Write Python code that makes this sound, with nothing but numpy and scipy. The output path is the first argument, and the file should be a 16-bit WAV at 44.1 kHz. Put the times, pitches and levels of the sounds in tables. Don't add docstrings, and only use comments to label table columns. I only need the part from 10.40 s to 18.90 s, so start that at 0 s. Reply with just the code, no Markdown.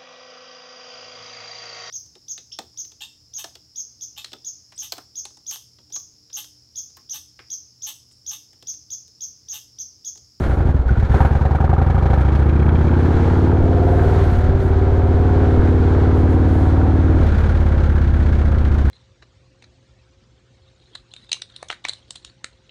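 import sys
import numpy as np
from scipy import signal
from scipy.fft import rfft, irfft
from scipy.io import wavfile
from scipy.ndimage import uniform_filter1d

SR = 44100
rng = np.random.default_rng(int(sys.argv[2]) if len(sys.argv) > 2 else 0)


def persist_wave(psi):
    counts = np.round(np.clip(psi, -1, 1) * 32767).astype(np.int16)
    wavfile.write(sys.argv[1], SR, np.atleast_2d(counts).T)


def boost(x):
    u = np.asarray(x, float) / 20
    return 10 ** u


N = 374842
TIME = np.arange(N) / SR

# t/s, speed/rpm
CRANK = [(0, 1705), (.28, 1400), (.4, 983), (.5, 1111), (.6, 926), (.8, 1148), (1, 1181), (1.6, 1531),
         (2.2, 1838), (3, 2208), (3.83, 2348), (3.92, 2105), (4.1, 2248), (4.3, 2190), (4.7, 2174),
         (5.05, 2223), (5.2, 2170), (6.77, 2267), (6.97, 2029), (7.08, 2173), (7.3, 2080), (8.5, 1729)]
# t/s, throttle/1, drive clatter/dB
RIDE = [(0, 0.2, 1.5), (.2, 0.35, -3), (.42, 0.2, -9), (.52, 0.3, -5), (.68, 0.2, -3), (.78, 0.51, 6.5),
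        (.92, 0.37, 0), (1.3, 0.84, -2.5), (1.8, 0.45, 0.5), (2.3, 0.91, -1.5), (2.85, 0.84, 4.5),
        (3.1, 0.96, 2), (3.2, 0.75, 0.5), (3.82, 0.73, 6), (3.92, 0.25, 1), (4.2, 0.42, -1),
        (4.36, 0.44, 0), (5.1, 0.77, 3), (6.76, 0.49, 2), (6.88, 0.22, 1.5), (7.3, 0.1, -2.5),
        (8.5, 0.05, -4)]
# t/s, level/dB
FIRING = [(0, -5.5), (.12, -2), (.2, -0.5), (.34, 2), (.39, -7), (.47, -13), (.505, 1), (.59, -1), (.64, 1),
          (.7, -1), (.76, 4), (.9, 0), (8.5, 1.5)]
# f/Hz, width/Hz, signed swing/1 from blowdown, from push, from bark
PIPE = [(66.1, 24.7, 0.55, -0.45, 0.045), (84.1, 25.1, -0.44, 0.5, 0.062),
        (129.8, 53, -0.36, -0.19, -0.039), (153, 19.7, 0.092, -0.041, -0.18),
        (213, 40, 0.1, -0.039, -0.088), (264.8, 11, -0.021, 0.0083, 0.03),
        (347.3, 31, -0.022, 0.0041, 0.13), (397.6, 22, 0.0081, 0.0038, -0.048),
        (477, 19, 0.011, -0.0011, 0.036)]
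# f/Hz, width/Hz, relative level/dB
HEADER_LOADED = [(390, 33, -47.5), (407, 18, -38), (446.6, 29, -23.5)]
# f/Hz, width/Hz, relative level/dB
HEADER_SUCTION = [(208, 36, -20.5), (266, 130, -9), (329.4, 16, -22.5)]
# start t/s, length/s, level/dB
BURBLES = [(-.2, 0.57, -20), (3.813, 0.59, -21.5), (6.738, 0.2, -22)]
# f/Hz, width/Hz, relative level/dB
BURBLE_BODY = [(75, 27, -8.5), (144, 62, -2.5), (255, 107, -2.5), (358, 50, -10.5), (528, 120, -5)]
# f/Hz, width/Hz, relative level/dB
SILENCER_FIRST = [(533, 23, -3.5), (774, 31, 0.5), (842, 41, -1.5), (942, 46, 1)]
# f/Hz, width/Hz, relative level/dB
SILENCER_SECOND = [(563, 38, 4.5), (716, 120, 0), (738, 27, 7.5), (930, 62, -4)]
# f/Hz, width/Hz, relative level/dB
RATTLE = [(1406, 180, 3), (1571, 303, 8.5), (2135, 65, -18.5)]
# f/Hz, width/Hz, relative level/dB
HEAD = [(1300, 45, -7.0), (1440, 46, -6.0), (3360, 160, -13.5)]
# f/Hz, relative level/dB
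HISS = [(1500, -16.5), (2000, -0.5), (2700, -8.5), (3300, -5.5), (3700, -7), (4200, -8.5), (5000, -15),
        (6500, -16.5), (7500, -21.5), (9000, -29), (11000, -55.5), (16000, -80.5)]
# f/Hz, relative level/dB
SIZZLE = [(6500, -55.5), (8500, -1.0), (11000, -0.5), (15500, -13.0), (15900, -60.5)]
# f/Hz, width/Hz, relative level/dB
KNOCK_OPEN = [(870, 160, -20)]
# f/Hz, width/Hz, relative level/dB
KNOCK_PART = [(750, 182, -22.5)]
# f/Hz, width/Hz, relative level/dB
PINGS = [(1640, 180, 0.5), (2310, 260, -2.5), (3170, 110, -12)]
# f/Hz, relative level/dB
BOARDS = [(90, -40), (180, -8.5), (300, -9), (450, -9.5), (540, -11.5), (640, -14.5), (780, -14.5),
          (1000, -18.5), (1500, -29), (2500, -56.5), (6000, -86)]
# start t/s, level/dB
JOLTS = [(.8, -17), (2.73, -17), (3.21, -18), (3.39, -21), (3.63, -23), (5.17, -7), (6.74, -19)]
# start t/s, length/s, level/dB
TREBLE_SWELLS = [(-.1, 0.29, -60.5), (0.703, 0.18, -61), (0.926, 0.11, -69), (2.54, 0.51, -69),
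                 (3.415, 0.45, -60), (3.825, .2, -60), (4.18, 0.13, -61), (5.045, 0.41, -72.5),
                 (5.742, 0.076, -61), (5.885, 0.072, -60.5), (6.064, .26, -60.5)]
# f/Hz, relative level/dB
BUFFET = [(3, 0.0), (8, -3), (20, -9.5), (35, -12), (60, -33.0), (300, -93)]
# f/Hz, relative level/dB
SWELL_HISS = [(3000, -28), (6500, -3), (9000, -4), (12000, -7.5), (15500, -13.5), (15900, -60.0)]
# start t/s, level/dB, f/Hz, length/s
SQUEAKS = [(0.483, -30.5, 1450, 0.023), (0.545, -34, 1440, 0.037)]
# start t/s, length/s, level/dB, multiple of the cycle rate/1 (minus = opposite swing)
SINGING = [(1.6, 0.74, -31.5, 23), (2.1, 2.2, -31.5, 6), (2.12, 1.6, -29, 10), (3.8, 4, -35.5, 10),
           (2.5, 5.5, -33.5, 2), (5.3, 2.5, -30.5, 2), (2.2, 0.89, -33, 3), (6.2, 2.8, -29, -3),
           (5, 2.5, -38.5, -6), (2.6, 7.1, -34, -9), (2.95, 0.97, -27, 22), (2.6, 0.7, -36, 24),
           (3.1, 1.1, -37, -26), (2.1, 0.79, -36, -18), (1.9, 1.1, -36, 21), (1.9, 2.26, -31.5, 14),
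           (2, 0.56, -28.5, 19), (2.3, 1.35, -28.5, 17), (2.2, 0.59, -28, 15), (2.2, 0.56, -38, 16),
           (4.7, 4.8, -35, 12), (2.5, 4, -37, 20), (2.5, 1.3, -32, 25), (2.6, 0.76, -29, 26),
           (3.1, 0.61, -29, 27), (2.7, 0.65, -44.5, 30), (3.1, 1.1, -35, 36), (3.1, 1.2, -30, 37),
           (3.2, 1.1, -30, 38), (3.36, 1.1, -23.5, 20), (3.2, 0.69, -35, -28), (3.84, 0.32, -29.5, 40),
           (3.95, 0.84, -25.5, 21), (4.135, 1.9, -25.5, 22), (4.24, 14, -21.5, 14), (3.98, 3.5, -25.5, 6),
           (4.1, 1.33, -31.5, 40), (4.5, 0.83, -38.5, 39), (4, 1.36, -34.5, 29), (4.29, 4, -27.5, 17),
           (4.91, 3.9, -31, 15), (5.0, 1.5, -35.5, 25), (5.0, 1.15, -34, -27), (5.8, 0.96, -35.5, 40),
           (5.8, 0.83, -38, 29), (6.8, 1.6, -31.5, 12), (6.797, 1.9, -30.5, -8), (4.9, 0.84, -30, -13),
           (6.9, 3.7, -30, 16), (6.78, 0.39, -26.5, 12), (6.95, 0.57, -35, 31), (6.947, 1.1, -31.5, 20),
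           (8.05, 0.91, -32.5, 19), (7.806, .6, -38, 35)]
LEADING = (10, 12, 15, 21, 22)
# start t/s, length/s, start f/Hz, end f/Hz
CHIRPS = [(5.045, .04, 14350, 15700), (5.135, .05, 14300, 15300), (5.226, 0.055, 14100, 15300),
          (5.287, .04, 14800, 15700)]

START_CYCLE, CRUISE_RPM = -.3558, 2343
CATCH_UP_RPM, LOAD_SHIFT_RPM, FADE_RPM = 2010, 263, 520
BLOW_DB, PUSH_DB, BARK_DB, HEADER_DB = 3.5, 4, 5.5, 3
PUSH_LOST = 0.96
HEADER_POWER = 5.4
BITE_S, BITE_LENGTH_S, BITE_DB = 0.44, 0.31, 8
SWALLOW_HZ, SWALLOW_Q = 172.7, 9
DRONE_HZ, DRONE_WIDTH_HZ = 60, 9
RING_DB, RATTLE_DB, HISS_DB, SIZZLE_DB = -29.5, -36.5, -47.5, -69
PING_S, PING_LENGTH_S, PING_DB = 1.4, 1.3, -43.5
PLANK_DB, JOLT_S = -27.5, 0.039
CALM_DB, CHIRP_DB = -29, -76
DIP_S, SHUT_S, SHUT_FALL_S = 3.82, 6.77, .06
SINGING_TURN = 0.31
UPPER_LAG_TURN = .227


def unit(x):
    return x / np.sqrt(np.mean(x ** 2))


def curves(table):
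    s, *columns = np.transpose(table)
    return [np.interp(TIME, s, c) for c in columns]


def swell(s, length_s, sharp):
    return np.sin(np.pi * np.clip((TIME - s) / length_s, 0, 1)) ** sharp


def walk(rate_hz):
    k = int(SR / rate_hz)
    held = np.repeat(rng.standard_normal(N // k + 1), k)
    return unit(uniform_filter1d(uniform_filter1d(held, k), k)[:N])


def coloured(points):
    hz, db = np.transpose(points)
    log_hz = np.log(np.arange(1, N // 2 + 2) * SR / N)
    gain = boost(np.interp(log_hz, np.log(hz), db))
    return unit(irfft(rfft(rng.standard_normal(N)) * gain, N))


def ring(x, hz, width_hz):
    r, w = np.exp(-np.pi * width_hz / SR), 2 * np.pi * hz / SR
    return signal.lfilter([0, r * np.sin(w)], [1, -2 * r * np.cos(w), r * r], x)


def modes(x, table):
    return sum(boost(db) * ring(x, hz, width_hz) for hz, width_hz, db in table)


def lowpass(x, hz):
    return signal.sosfilt(signal.butter(4, hz, fs=SR, output="sos"), x)


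def turns():
    return START_CYCLE + np.cumsum(curves(CRANK)[0]) / (2 * 60 * SR)


def strokes(turn, lag_s, second_turn, second_db, scatter_db, scatter_s):
    cycles = turns()
    whole = np.arange(-1, cycles[-1] + 1)
    at = np.concatenate([whole, whole + second_turn]) + turn
    chance = rng.standard_normal((len(at), 2))
    s = np.interp(at, cycles, TIME, -1, 99) + lag_s + scatter_s * chance[:, 0]
    db = np.repeat([0, second_db], len(whole)) + scatter_db * chance[:, 1]
    inside = (s > 0) & (s < TIME[-1])
    return np.bincount((s[inside] * SR).astype(int), boost(db[inside]), N)


def puff(pulses, rise_s, fall_s):
    for tau_s in (rise_s, fall_s):
        pulses = signal.lfilter([1], [1, -np.exp(-1 / (tau_s * SR))], pulses)
    return unit(pulses)


def load():
    rpm, throttle = curves(CRANK)[0], np.clip(curves(RIDE)[0], .005, 1.2)
    early = np.clip((CATCH_UP_RPM + LOAD_SHIFT_RPM * throttle - rpm) / FADE_RPM, 0, 1)
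    return rpm / CRUISE_RPM, throttle, early


def surge():
    _, throttle, early = load()
    return np.clip((0.37 + 0.47 * early) * throttle ** 0.51, 0, 1)


def pulse_weight():
    return np.sqrt(2 * 60 * 18 / curves(CRANK)[0])


def pipe_boom(blow, push):
    revs, throttle, early = load()
    pushed = boost(PUSH_DB) * (1 - PUSH_LOST * early) + boost(BITE_DB) * swell(BITE_S, BITE_LENGTH_S, 0.083)
    swirl = .002 * rng.standard_normal(N) * puff(blow, .002, .008)
    edge = strokes(0.013, -0.00596, .421, -0.73, 0.58, .00005)
    bark = (edge + swirl) * boost(BARK_DB) * throttle * revs
    drive = np.array([blow * boost(BLOW_DB) * early, push * pushed, bark]) * boost(curves(FIRING)[0])
    boom = sum(ring(np.dot(swing, drive), hz, width_hz) for hz, width_hz, *swing in PIPE)
    overrun = np.clip(2 - throttle / 0.26, 0, 1) * np.clip((revs - .6) / 0.22, 0, 1)
    boom += boost(-13.5) * ring(overrun * strokes(.12, 0.0041, .428, 4.0, .4, .0001), 66, 23)
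    boom = signal.lfilter(*signal.iirnotch(SWALLOW_HZ, SWALLOW_Q, SR), boom)
    deep = signal.sosfiltfilt(signal.butter(4, 62, fs=SR, output="sos"), boom)
    return boom - 0.47 * swell(2.4, 1.1, .5) * deep


def header():
    revs, throttle, _ = load()
    edge = strokes(.01, -.0057, .412, -2.6, .8, .0001)
    loaded = -edge * boost(HEADER_DB) * throttle * revs ** HEADER_POWER
    weak = np.clip(1 - surge() / .5, 0, 1)
    suction = -weak * strokes(.12, -.0035, .428, -2, 1, .0001)
    return modes(loaded, HEADER_LOADED) + modes(uniform_filter1d(suction, size=SR // 600), HEADER_SUCTION)


def exhaust(blow, push):
    rounded = uniform_filter1d(pipe_boom(blow, push) + header(), size=SR // 1500)
    return uniform_filter1d(rounded, size=SR // 1800)


def drone(blow):
    loose = 0.011 * rng.standard_normal(N) * swell(-0.36, .55, .5)
    soft = blow * swell(.36, .14, .2)
    return boost(-19) * 3.0 * ring(soft + loose, DRONE_HZ, DRONE_WIDTH_HZ)


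def burble():
    pops = (rng.random(N) < 320 / SR) * rng.standard_normal(N)
    body = unit(modes(uniform_filter1d(pops, size=SR // 1200), BURBLE_BODY))
    return body * sum(boost(db) * swell(s, length_s, 0.43) for s, length_s, db in BURBLES)


def silencer(blow):
    _, throttle, early = load()
    valves = strokes(0.2, -0.005954, 0.3, second_db=2.5, scatter_db=6.5, scatter_s=0.00029)
    first, second = (surge() * pulse_weight() * strokes(turn, -.0057, .5, -60, 1.5, .00005)
                     for turn in (0, .422))
    rush = rng.standard_normal(N) * surge() * puff(blow, 0.00023, 0.02)
    body = unit(modes(first + 0.12 * valves, SILENCER_FIRST) + modes(second, SILENCER_SECOND))
    body = unit(body + 0.24 * unit(modes(rush, SILENCER_FIRST)))
    body = unit(ring(body, 846, 240))
    body = unit(body + 0.52 * np.roll(body, int(0.00751 * SR)))
    return lowpass(body, 3500) * boost(RING_DB) * throttle ** 0.45 * (0.29 + 0.74 * early ** 8.7)


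def rattle(gas, burst):
    tick = puff(strokes(.71, 0, .5, -30, 2, .0003), .0004, .0018) * load()[1]
    strength = (0.6 - 0.062 * burst + gas + 0.17 * tick) * boost(0.49 * walk(22))
    body = unit(modes(rng.standard_normal(N) * strength, RATTLE))
    return lowpass(body, 3500) * boost(RATTLE_DB)


def hiss(gas, burst, shut, shut_puffs):
    sigh = 0.44 * shut * puff(shut_puffs, .002, 0.003)
    low = unit(coloured(HISS) * (1.05 - .5 * burst + gas + sigh) * boost(0.95 * walk(25)))
    high = unit(coloured(SIZZLE) * (.5 + 0.77 * gas) * boost(1.5 * walk(24)))
    return low * boost(HISS_DB) + high * boost(SIZZLE_DB)


def valve_notes(shut, shut_puffs):
    revs, throttle, early = load()
    clacks = strokes(.775, 0, .44, -1, 2, .0004) * early ** 3 * throttle * (TIME > .75)
    note = boost(-15.0) * ring(uniform_filter1d(clacks, size=SR // 3000), 1230, 140)
    note += boost(-41.5) * modes(shut * shut_puffs * (revs > .7), HEAD)
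    return lowpass(note, 3500)


def engine_upper(blow):
    _, throttle, early = load()
    burst, shut = surge() * early, np.clip(1 - throttle / 0.53, 0, 1)
    bursts = strokes(0, -.0057, .422, 3.5, 1.5, .0003)
    shut_puffs = strokes(.17, -.004, .42, -4, 1, .0004)
    gas = burst * puff(bursts, .005, .006) + .8 * shut * puff(shut_puffs, .005, .008)
    gas = pulse_weight() * gas
    clattering = silencer(blow) + rattle(gas, burst) + hiss(gas, burst, shut, shut_puffs)
    return valve_notes(shut, shut_puffs) + boost(curves(RIDE)[1]) * clattering


def knocks():
    _, throttle, early = load()
    blows = strokes(.31, 0, .555, -2, 2.5, .0003) * (1 - early) ** .5 * throttle
    blows = uniform_filter1d(blows, size=SR // 2500) * 2.12
    wide = np.clip((throttle - .78) / .06, 0, 1)
    case = modes(blows * wide, KNOCK_OPEN) + modes(blows * (1 - wide), KNOCK_PART)
    tick = strokes(.705, 0, .5, -30, 3, .0003) * (1 - early) * throttle ** 2
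    burst = puff(strokes(.44, 0, .56, -5, 2.5, .0006), .002, .004)
    pings = unit(modes(rng.standard_normal(N) * burst, PINGS)) * swell(PING_S, PING_LENGTH_S, 0.4)
    return case + boost(-22) * ring(tick, 1430, 260) + boost(PING_DB) * lowpass(pings, 4200)


def boards():
    jolts = sum(boost(db) * swell(s, JOLT_S, 0.83) * np.sin(2 * np.pi * (TIME - s) / JOLT_S)
                for s, db in JOLTS)
    level_db = PLANK_DB + 0.63 * curves(RIDE)[1] + 0.7 * walk(11)
    return jolts + boost(level_db) * load()[1] ** 0.051 * coloured(BOARDS)


def air():
    treble = sum(boost(db) * swell(s, length_s, 0.3) for s, length_s, db in TREBLE_SWELLS)
    buffet = coloured(BUFFET) * boost(CALM_DB + 2.5 * walk(7.2))
    return buffet + coloured(SWELL_HISS) * treble * boost(0.59 * walk(30))


def squeaks():
    out = np.zeros(N)
    for s, db, hz, length_s in SQUEAKS:
        out += boost(db) * swell(s, length_s, 0.77) * unit(ring(rng.standard_normal(N), hz, 70))
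    return out


def singing():
    phase = 2 * np.pi * (turns() - SINGING_TURN)
    dip, shut = (np.clip(1 - (TIME - s) / SHUT_FALL_S, 0, 1) for s in (DIP_S, SHUT_S))
    out = np.zeros(N)
    for s, length_s, db, multiple in SINGING:
        held = 1
        if s < 3.8 and abs(multiple) > 9.5:
            held = dip
        elif s < SHUT_S:
            held = shut
        lag = 2 * np.pi * UPPER_LAG_TURN * (multiple > 29.5)
        lead = np.pi / 2 * (multiple in LEADING)
        level = boost(db + 1.6 * walk(7)) * swell(s, length_s, 0.57) * held
        out += level * np.sin(round(multiple) * (phase - lag) + lead)
    return out


def chirps():
    out = np.zeros(N)
    for s, length_s, start_hz, end_hz in CHIRPS:
        hz = np.interp(TIME, [s, s + length_s], [start_hz, end_hz])
        out += swell(s, length_s, 0.74) * np.sin(2 * np.pi * np.cumsum(hz) / SR)
    return boost(CHIRP_DB) * out


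def scene():
    blow = strokes(0, -.0057, .422, .2, .6, .0001)
    push = strokes(.12, -.0094, .428, -3.7, .4, .0001)
    engine = exhaust(blow, push) + drone(blow) + burble() + engine_upper(blow) + knocks() + singing()
    return (engine + boards() + air() + squeaks() + chirps())[None]


def roll_off(x):
    return signal.sosfilt(signal.butter(12, 15750, fs=SR, output="sos"), x)


def record(dry):
    rounded = np.tanh(0.73 * dry) / 0.74
    rounded = signal.sosfilt(signal.butter(1, 5, "high", fs=SR, output="sos"), rounded)
    return roll_off(rounded)


dry = scene()
out = record(dry)
persist_wave(out)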